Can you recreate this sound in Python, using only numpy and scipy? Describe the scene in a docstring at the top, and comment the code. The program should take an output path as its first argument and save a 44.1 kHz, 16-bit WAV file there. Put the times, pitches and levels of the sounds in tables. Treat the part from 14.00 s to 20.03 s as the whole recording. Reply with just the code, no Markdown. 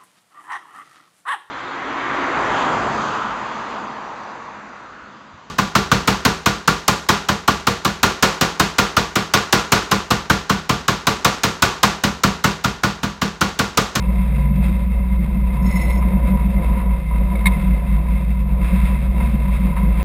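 """In the cockpit of a sailing yacht that motors through small, choppy waves.
A three-cylinder diesel hums and beats against the propeller blades, and churned water makes the hull
drone. Waves wash past and a loose fitting buzzes. Something scrapes briefly and deck gear snaps.
It is all heard by a camera in a hard case: the case rings, and the camera's slow sampling
mirrors the sound into the treble."""
import sys
import numpy as np
from scipy import signal
from scipy.fft import rfft, irfft, next_fast_len
from scipy.io import wavfile
from scipy.ndimage import map_coordinates

SR = 44100
rng = np.random.default_rng(int(sys.argv[2]) if len(sys.argv) > 2 else 0)


def put_to_file(sound):
    """Save the sound as 16-bit audio at rate SR, in the file named by the first command-line argument."""
    columns = np.atleast_2d(sound).T  # one column per channel
    safe = np.clip(columns, -1, 1)
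    whole_steps = np.round(safe * 32767)
    wavfile.write(sys.argv[1], SR, whole_steps.astype(np.int16))


N = 265923

# how the boat is driven: (time [s], engine speed [turns/s], propeller speed [turns/s], blade thump [dB])
DRIVE = [(0.0, 38, 15.5, -43), (0.75, 38.9, 16.3, -38.5), (1.5, 38.5, 16.2, -36.5),
         (2.25, 39.5, 16.1, -24.5), (3.0, 37.6, 17.7, -24), (3.75, 37.2, 17.3, -21.5),
         (4.5, 38.26, 16.27, -28.5), (5.25, 39.9, 15.5, -24), (6.0, 36.4, 17.9, -28.5)]
# engine hum; the cylinders fire 1.5 times a turn: (pitch [times engine speed], level [dB])
ENGINE_TONES = [(1, -30), (1.5, -17)]
# the three blades: (pitch [times propeller speed], level against the blade thump [dB])
BLADE_TONES = [(3, -1.5), (6, -24.5)]
# engine tones in the hull: (pitch [times engine speed], level against the churning [dB])
HULL_TONES = [(5, -7.5), (5.5, -11.5)]
# slow rise and fall of the hull drone and of the water: (time [s], relative level [dB])
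DRONE_LEVEL = [(0.0, -20.5), (1.27, -22.0), (2.48, -16.5), (2.55, -23), (2.85, -20), (3.15, -26),
               (3.6, -17.5), (3.75, -26), (3.9, -19.5), (4.35, -23.5), (4.65, -20.5), (6.0, -20.5)]
WASH_LEVEL = [(0.0, -35.5), (1.43, -38.5), (1.65, -33.5), (2.17, -32), (2.4, -32.5), (2.48, -35),
              (2.62, -32.3), (2.92, -33.5), (3.0, -37), (3.38, -33.5), (3.83, -36), (3.98, -33.5),
              (4.12, -37.5), (4.58, -38), (4.65, -32.5), (5.03, -36.5), (6.0, -32.1)]
# small waves breaking on the hull: (time of the crest [s], level [dB], length [s])
SPLASHES = [(0.277, -42.5, 0.29), (0.663, -41.5, 0.14), (2.35, -45, .2), (2.7, -42, 0.21),
            (3.62, -41.5, 0.33), (4.18, -44.5, 0.26), (4.786, -37.5, .3), (5.0, -41, 0.17),
            (5.24, -38, .14), (5.55, -38, 0.26), (5.98, -40, 0.41)]
# sharp snaps of deck gear, dull knocks of the fitting: (time [s], level [dB], time to fade 60 dB [s])
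SNAPS = [(3.354, -24.5, 0.04), (3.391, -30, 0.027), (3.4572, -9, 0.051), (3.4675, -8.2, 0.04),
         (3.477, -28.5, 0.024), (3.521, -31, .03), (4.853, -25.5, 0.047)]
KNOCKS = [(2.023, -23, 0.064), (3.111, -22.5, 0.03), (5.201, -22, 0.066), (5.764, -23.5, 0.15)]

# how each noise is spread from bass to treble: (frequency [Hz], relative level [dB])
DRONE_COLOUR = [(40, -23.5), (100, -5), (150, 4), (210, -1), (280, -7.5), (420, -23.5), (900, -33),
                (2500, -66)]
RUMBLE_COLOUR = [(10, -36.5), (25, -25), (40, -5), (62, 1), (73, -6.5), (86, -12), (110, -19), (200, -9),
                 (400, -65.5)]
SNAP_COLOUR = [(300, -27), (780, -23), (950, -9.5), (1400, -15), (1750, -5), (2250, 1), (2900, -19),
               (3650, -5.5), (4100, -13), (4600, -19.5), (6000, -33)]
SCRAPE_COLOUR = [(400, -25), (950, -4.5), (1300, -11), (1500, -13), (1750, -17), (2150, 0.5), (2450, -6.5),
                 (2900, -16), (3600, -15.5), (4500, -21.5), (6000, -22.5)]
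SQUEAK_COLOUR = [(1000, -28.0), (5000, -11)]
WASH_COLOUR = [(100, -26.5), (280, 0), (450, -1.5), (850, -4), (1300, -11.5), (2000, -19), (3000, -37),
               (6000, -73.5)]
SPRAY_COLOUR = [(400, -23.5), (1000, -4.5), (1600, -3.5), (2550, -0.5), (2900, -13), (3400, -8.5),
                (4300, -17.5), (5200, -18.5), (6000, -31)]
BUZZ_COLOUR = [(400, -28.5), (850, -19.5), (990, -2), (1150, -15), (1600, -20.5), (2120, -15),
               (2600, -26.5), (5000, -43)]
RATTLE_COLOUR = [(1500, -27.5), (2100, -1.5), (2800, -24.5)]
# the pitches at which each thing rings: (frequency [Hz], width [Hz], boost [dB])
HULL_RING = [(142, 30, 6.5), (187.1, 37.5, 25), (240.7, 20, 7), (328.3, 34, 10), (538.7, 153, 16),
             (697, 46, 10), (755, 36, 4)]
CASE_RING = [(989, 117, 11.5), (1238, 120, 5), (2126, 160, 8.5), (2657, 94, 9), (3737, 153, 8.5)]
GEAR_RING = [(1045, 210, 5.5), (2180, 117, 11.5), (3730, 150, 3)]
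SCRAPE_RING = [(2021, 73, 19), (3640, 56, 5), (4090, 150, 13.5)]
SQUEAK_RING = [(5296, 130, 33)]
RATTLE_RING = [(2093, 136, 20.5)]

FIRINGS_PER_TURN, BLADES = 1.5, 3
SCRAPE_START_S, SCRAPE_END_S, SLIPS_PER_S = 1.625, 2.01, 47


def engine(engine_turns):
    """The diesel hums: one tone from its turning shaft, a louder one from its firing cylinders."""
    return tones(engine_turns, ENGINE_TONES, waver_db=0)


def propeller(propeller_turns, thump_db):
    """The blades thump at nearly the engine's firing rate, so the two sounds beat together."""
    return amp(thump_db) * tones(propeller_turns, BLADE_TONES, waver_db=2)


def hull_drone(engine_turns, propeller_turns):
    """Water churned by the propeller shakes the hull panels, which also hum with the engine."""
    blade_passes = BLADES * propeller_turns
    firings = FIRINGS_PER_TURN * engine_turns
    churn = bursts(propeller_turns, sharpness=0.39) * np.exp(0.4 * np.cos(2 * np.pi * blade_passes))
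    drone = unit(colour(churn, DRONE_COLOUR, HULL_RING))
    drone += tones(engine_turns, HULL_TONES, waver_db=1.5)
    level_db = curves(DRONE_LEVEL)[0] - 3.4 + throb() + 1.88 * wobble(15)
    beat_db = 2.07 * np.cos(2 * np.pi * (firings - blade_passes))  # they drift in and out of step
    return amp(level_db + beat_db) * steady(drone, span_s=0.28)


def throb(rate_hz=0.97, deep_dip_s=0.91):
    """The drone's slow pulse, in dB: a deep dip every cycle and a shallow one halfway."""
    phase = 2 * np.pi * rate_hz * (np.arange(N) / SR - deep_dip_s)
    return -1.83 * np.cos(phase) - 1.87 * np.cos(2 * phase)


def rumble(level_db=-27):
    """A low, even noise from the machinery lies under the hum."""
    return amp(level_db) * unit(colour(rng.standard_normal(N), RUMBLE_COLOUR))


def panel_hum(propeller_turns, thump_db):
    """One hull panel hums at three times the blade rate; it grows with the thump and swells once."""
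    hum = amp(-34 + 0.35 * (thump_db - thump_db.mean()) + 3 * wobble(8))
    swell = amp(-24) * fade(start_s=0.24, end_s=0.74, rise_s=0.14, fall_s=0.14)
    tone = np.sqrt(2) * np.sin(2 * np.pi * 3 * BLADES * propeller_turns)
    return np.hypot(hum, swell) * tone


def gear_snaps():
    """Hard hits make the deck gear and the camera case ring for an instant."""
    return hits(SNAPS, SNAP_COLOUR, CASE_RING + GEAR_RING, rise_s=0.00095)


def scrape(level_db=-32):
    """Something sticks and slips in quick, uneven jerks, making a ringing rasp."""
    slips = unit(rng.standard_normal(N) * amp(1.5 * wobble(170)))
    rasp = steady(colour(slips, SCRAPE_COLOUR, CASE_RING + SCRAPE_RING), span_s=0.072)
    pressure = fade(SCRAPE_START_S, SCRAPE_END_S, rise_s=0.09, fall_s=0.1)
    return pressure * amp(level_db + 2.5 * wobble(SLIPS_PER_S)) * rasp


def squeaks(level_db=-40.5, spread_db=6.5, fade_s=0.071):
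    """During the scrape, slips set off thin chirps, uneven in timing and size."""
    chirps = []
    for time_s in np.arange(SCRAPE_START_S, SCRAPE_END_S - 0.025, 1 / SLIPS_PER_S):
        late, size = rng.uniform(-1, 1, 2)
        chirps.append((time_s + 0.39 * late / SLIPS_PER_S, level_db + spread_db * size, fade_s))
    return hits(chirps, SQUEAK_COLOUR, SQUEAK_RING, rise_s=0.003)


def wash(wash_db):
    """The bow wave rushes along the hull, loudest when the boat leans into a wave."""
    water = drops(per_s=200, spread_db=6.5, strength=0.52)
    rush = unit(colour(water, WASH_COLOUR, HULL_RING + CASE_RING))
    return amp(wash_db - 3 + 2 * wobble(16)) * rush


def spray(surge_db):
    """Water breaks into a hiss of drops that grows a little with the wash and flares at each splash."""
    water = drops(per_s=350, spread_db=5, strength=0.63)
    hiss = unit(colour(water, SPRAY_COLOUR, CASE_RING))
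    power = amp(-44 + 0.22 * surge_db) ** 2 + splash_power()
    return np.sqrt(power) * amp(1.63 * wobble(25)) * hiss


def splash_power(rise_share=0.48):
    """The power of the small breaking waves: each swells to its crest and drains away."""
    t, power = np.arange(N) / SR, np.zeros(N)
    for crest_s, db, length_s in SPLASHES:
        width_s = length_s * np.where(t < crest_s, rise_share, 1 - rise_share)
        power += amp(db) ** 2 * np.exp(-((t - crest_s) / width_s) ** 2)
    return power


def loose_fitting(engine_turns, surge_db):
    """A loose fitting buzzes and rattles thinly as the engine fires, and now and then it knocks."""
    firings = FIRINGS_PER_TURN * engine_turns
    buzz = steady(colour(bursts(firings, sharpness=0.3), BUZZ_COLOUR, CASE_RING), span_s=0.24)
    buzz_db = -40 + 1.22 * surge_db + 2.6 * wobble(14)
    shaking = bursts(firings, sharpness=0.83) * amp(4.7 * wobble(23.99))
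    rattle = unit(colour(shaking, RATTLE_COLOUR, RATTLE_RING))
    knocks = hits(KNOCKS, BUZZ_COLOUR, CASE_RING, rise_s=0.0024)
    return amp(buzz_db) * buzz + amp(-49) * rattle + knocks


def tones(turns, rows, waver_db):
    """Tones at multiples of a shaft's speed, each wavering in level by about waver_db."""
    sound = np.zeros(N)
    for multiple, db in rows:
        gain = amp(db + waver_db * wobble(4.84))
        sound += gain * np.sqrt(2) * np.cos(2 * np.pi * (multiple * turns + rng.random()))
    return sound


def bursts(cycles, sharpness):
    """Noise that flares once a cycle."""
    return unit(rng.standard_normal(N) * np.exp(sharpness * np.cos(2 * np.pi * cycles)))


def drops(per_s, spread_db, strength):
    """Noise mixed with tiny impacts of uneven size."""
    lands = rng.random(N) < per_s / SR
    size = amp(spread_db * np.clip(rng.standard_normal(N), -2, 2)) * rng.choice([-1, 1], N)
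    return rng.standard_normal(N) + strength * unit(lands * size)


def hits(rows, shape, rings, rise_s):
    """Each hit is a ringing noise that swells quickly and dies away."""
    t = np.arange(SR // 4) / SR
    loudness = np.zeros(N + len(t))
    for time_s, db, fade_s in rows:
        loudness[round(time_s * SR):][:len(t)] += (1 - np.exp(-t / rise_s)) * amp(db - 60 * t / fade_s)
    ringing = steady(colour(rng.standard_normal(N), shape, rings), span_s=0.01)
    return loudness[:N] * ringing


def colour(noise, shape, rings=()):
    """Filter a noise with a smooth bass-to-treble shape and ringing peaks on top."""
    size = 2 * next_fast_len(N // 2 + SR // 4)
    hz = np.fft.rfftfreq(size, 1 / SR)
    shape_hz, shape_db = np.transpose(shape)
    db = np.interp(np.log(hz + 1), np.log(shape_hz), shape_db)
    db += sum(boost / (1 + (2 * (hz - centre) / width) ** 2) for centre, width, boost in rings)
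    # these three lines make the filter ring after each sound, never before it
    cepstrum = irfft(np.log(unit(amp(db))))
    cepstrum[1:size // 2] *= 2
    cepstrum[size // 2 + 1:] = 0
    running = np.pad(noise, (size - N, 0), "wrap")  # already ringing at time zero
    return irfft(rfft(running) * np.exp(rfft(cepstrum)))[-N:]


def steady(x, span_s):
    """Even out the level over span_s seconds, keeping the faster flutter."""
    window = signal.windows.hann(int(span_s * SR))
    padded = np.pad(x ** 2, len(window), "reflect")
    power = signal.fftconvolve(padded, window / window.sum(), "same")[len(window):][:N]
    return x / np.sqrt(np.abs(power) + 1e-12)


def fade(start_s, end_s, rise_s, fall_s):
    """A volume curve that rises, holds at 1 and falls."""
    t = np.arange(N) / SR
    return np.clip(np.minimum((t - start_s) / rise_s, (end_s - t) / fall_s), 0, 1)


def wobble(per_s):
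    """A smooth curve through per_s random values a second."""
    points = rng.standard_normal(int(N * per_s / SR) + 4)
    return map_coordinates(points, [np.arange(N) * per_s / SR])


def curves(rows):
    """Turn each table column after the time into one value per sample."""
    times, *columns = np.transpose(rows)
    return [np.interp(np.arange(N) / SR, times, column) for column in columns]


def amp(db):
    """Turn decibels into a gain."""
    return 10 ** (np.asarray(db) / 20)


def unit(x):
    """Scale to an average power of 1."""
    return x / np.sqrt(np.mean(x ** 2) + 1e-20)


def scene():
    """Engine and propeller shake the boat; the spray and the buzz rise and fall with the wash."""
    engine_hz, propeller_hz, thump_db = curves(DRIVE)
    engine_turns = np.cumsum(engine_hz) / SR
    propeller_turns = np.cumsum(propeller_hz) / SR
    wash_db, = curves(WASH_LEVEL)
    surge_db = wash_db - wash_db.mean()  # how far the wash is above its average
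    machinery = engine(engine_turns) + propeller(propeller_turns, thump_db) + rumble()
    hull = hull_drone(engine_turns, propeller_turns) + panel_hum(propeller_turns, thump_db)
    deck = gear_snaps() + scrape() + squeaks()
    sea = wash(wash_db) + spray(surge_db)
    return (machinery + hull + deck + sea + loose_fitting(engine_turns, surge_db))[None]


def record(dry, cutoff_hz=5800, hold_hz=12000, top_hz=15300):
    """The camera samples slowly and holds each value, which mirrors the sound around hold_hz."""
    margin, size = SR // 8, 2 * next_fast_len(N // 2 + SR // 4)
    hz = np.fft.rfftfreq(size, 1 / SR)
    padded = np.pad(dry[0], margin, "reflect", reflect_type="odd")
    dulled = irfft(rfft(padded, size) / np.sqrt(1 + (hz / cutoff_hz) ** 50))
    mirrored = dulled * (1 + 2 * np.cos(2 * np.pi * hold_hz * np.arange(size) / SR))
    held = irfft(rfft(mirrored) * np.sinc(hz / hold_hz) * (hz < top_hz))  # holding softens the treble
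    return held[None, margin:margin + N]


dry = scene()
out = record(dry)
put_to_file(out)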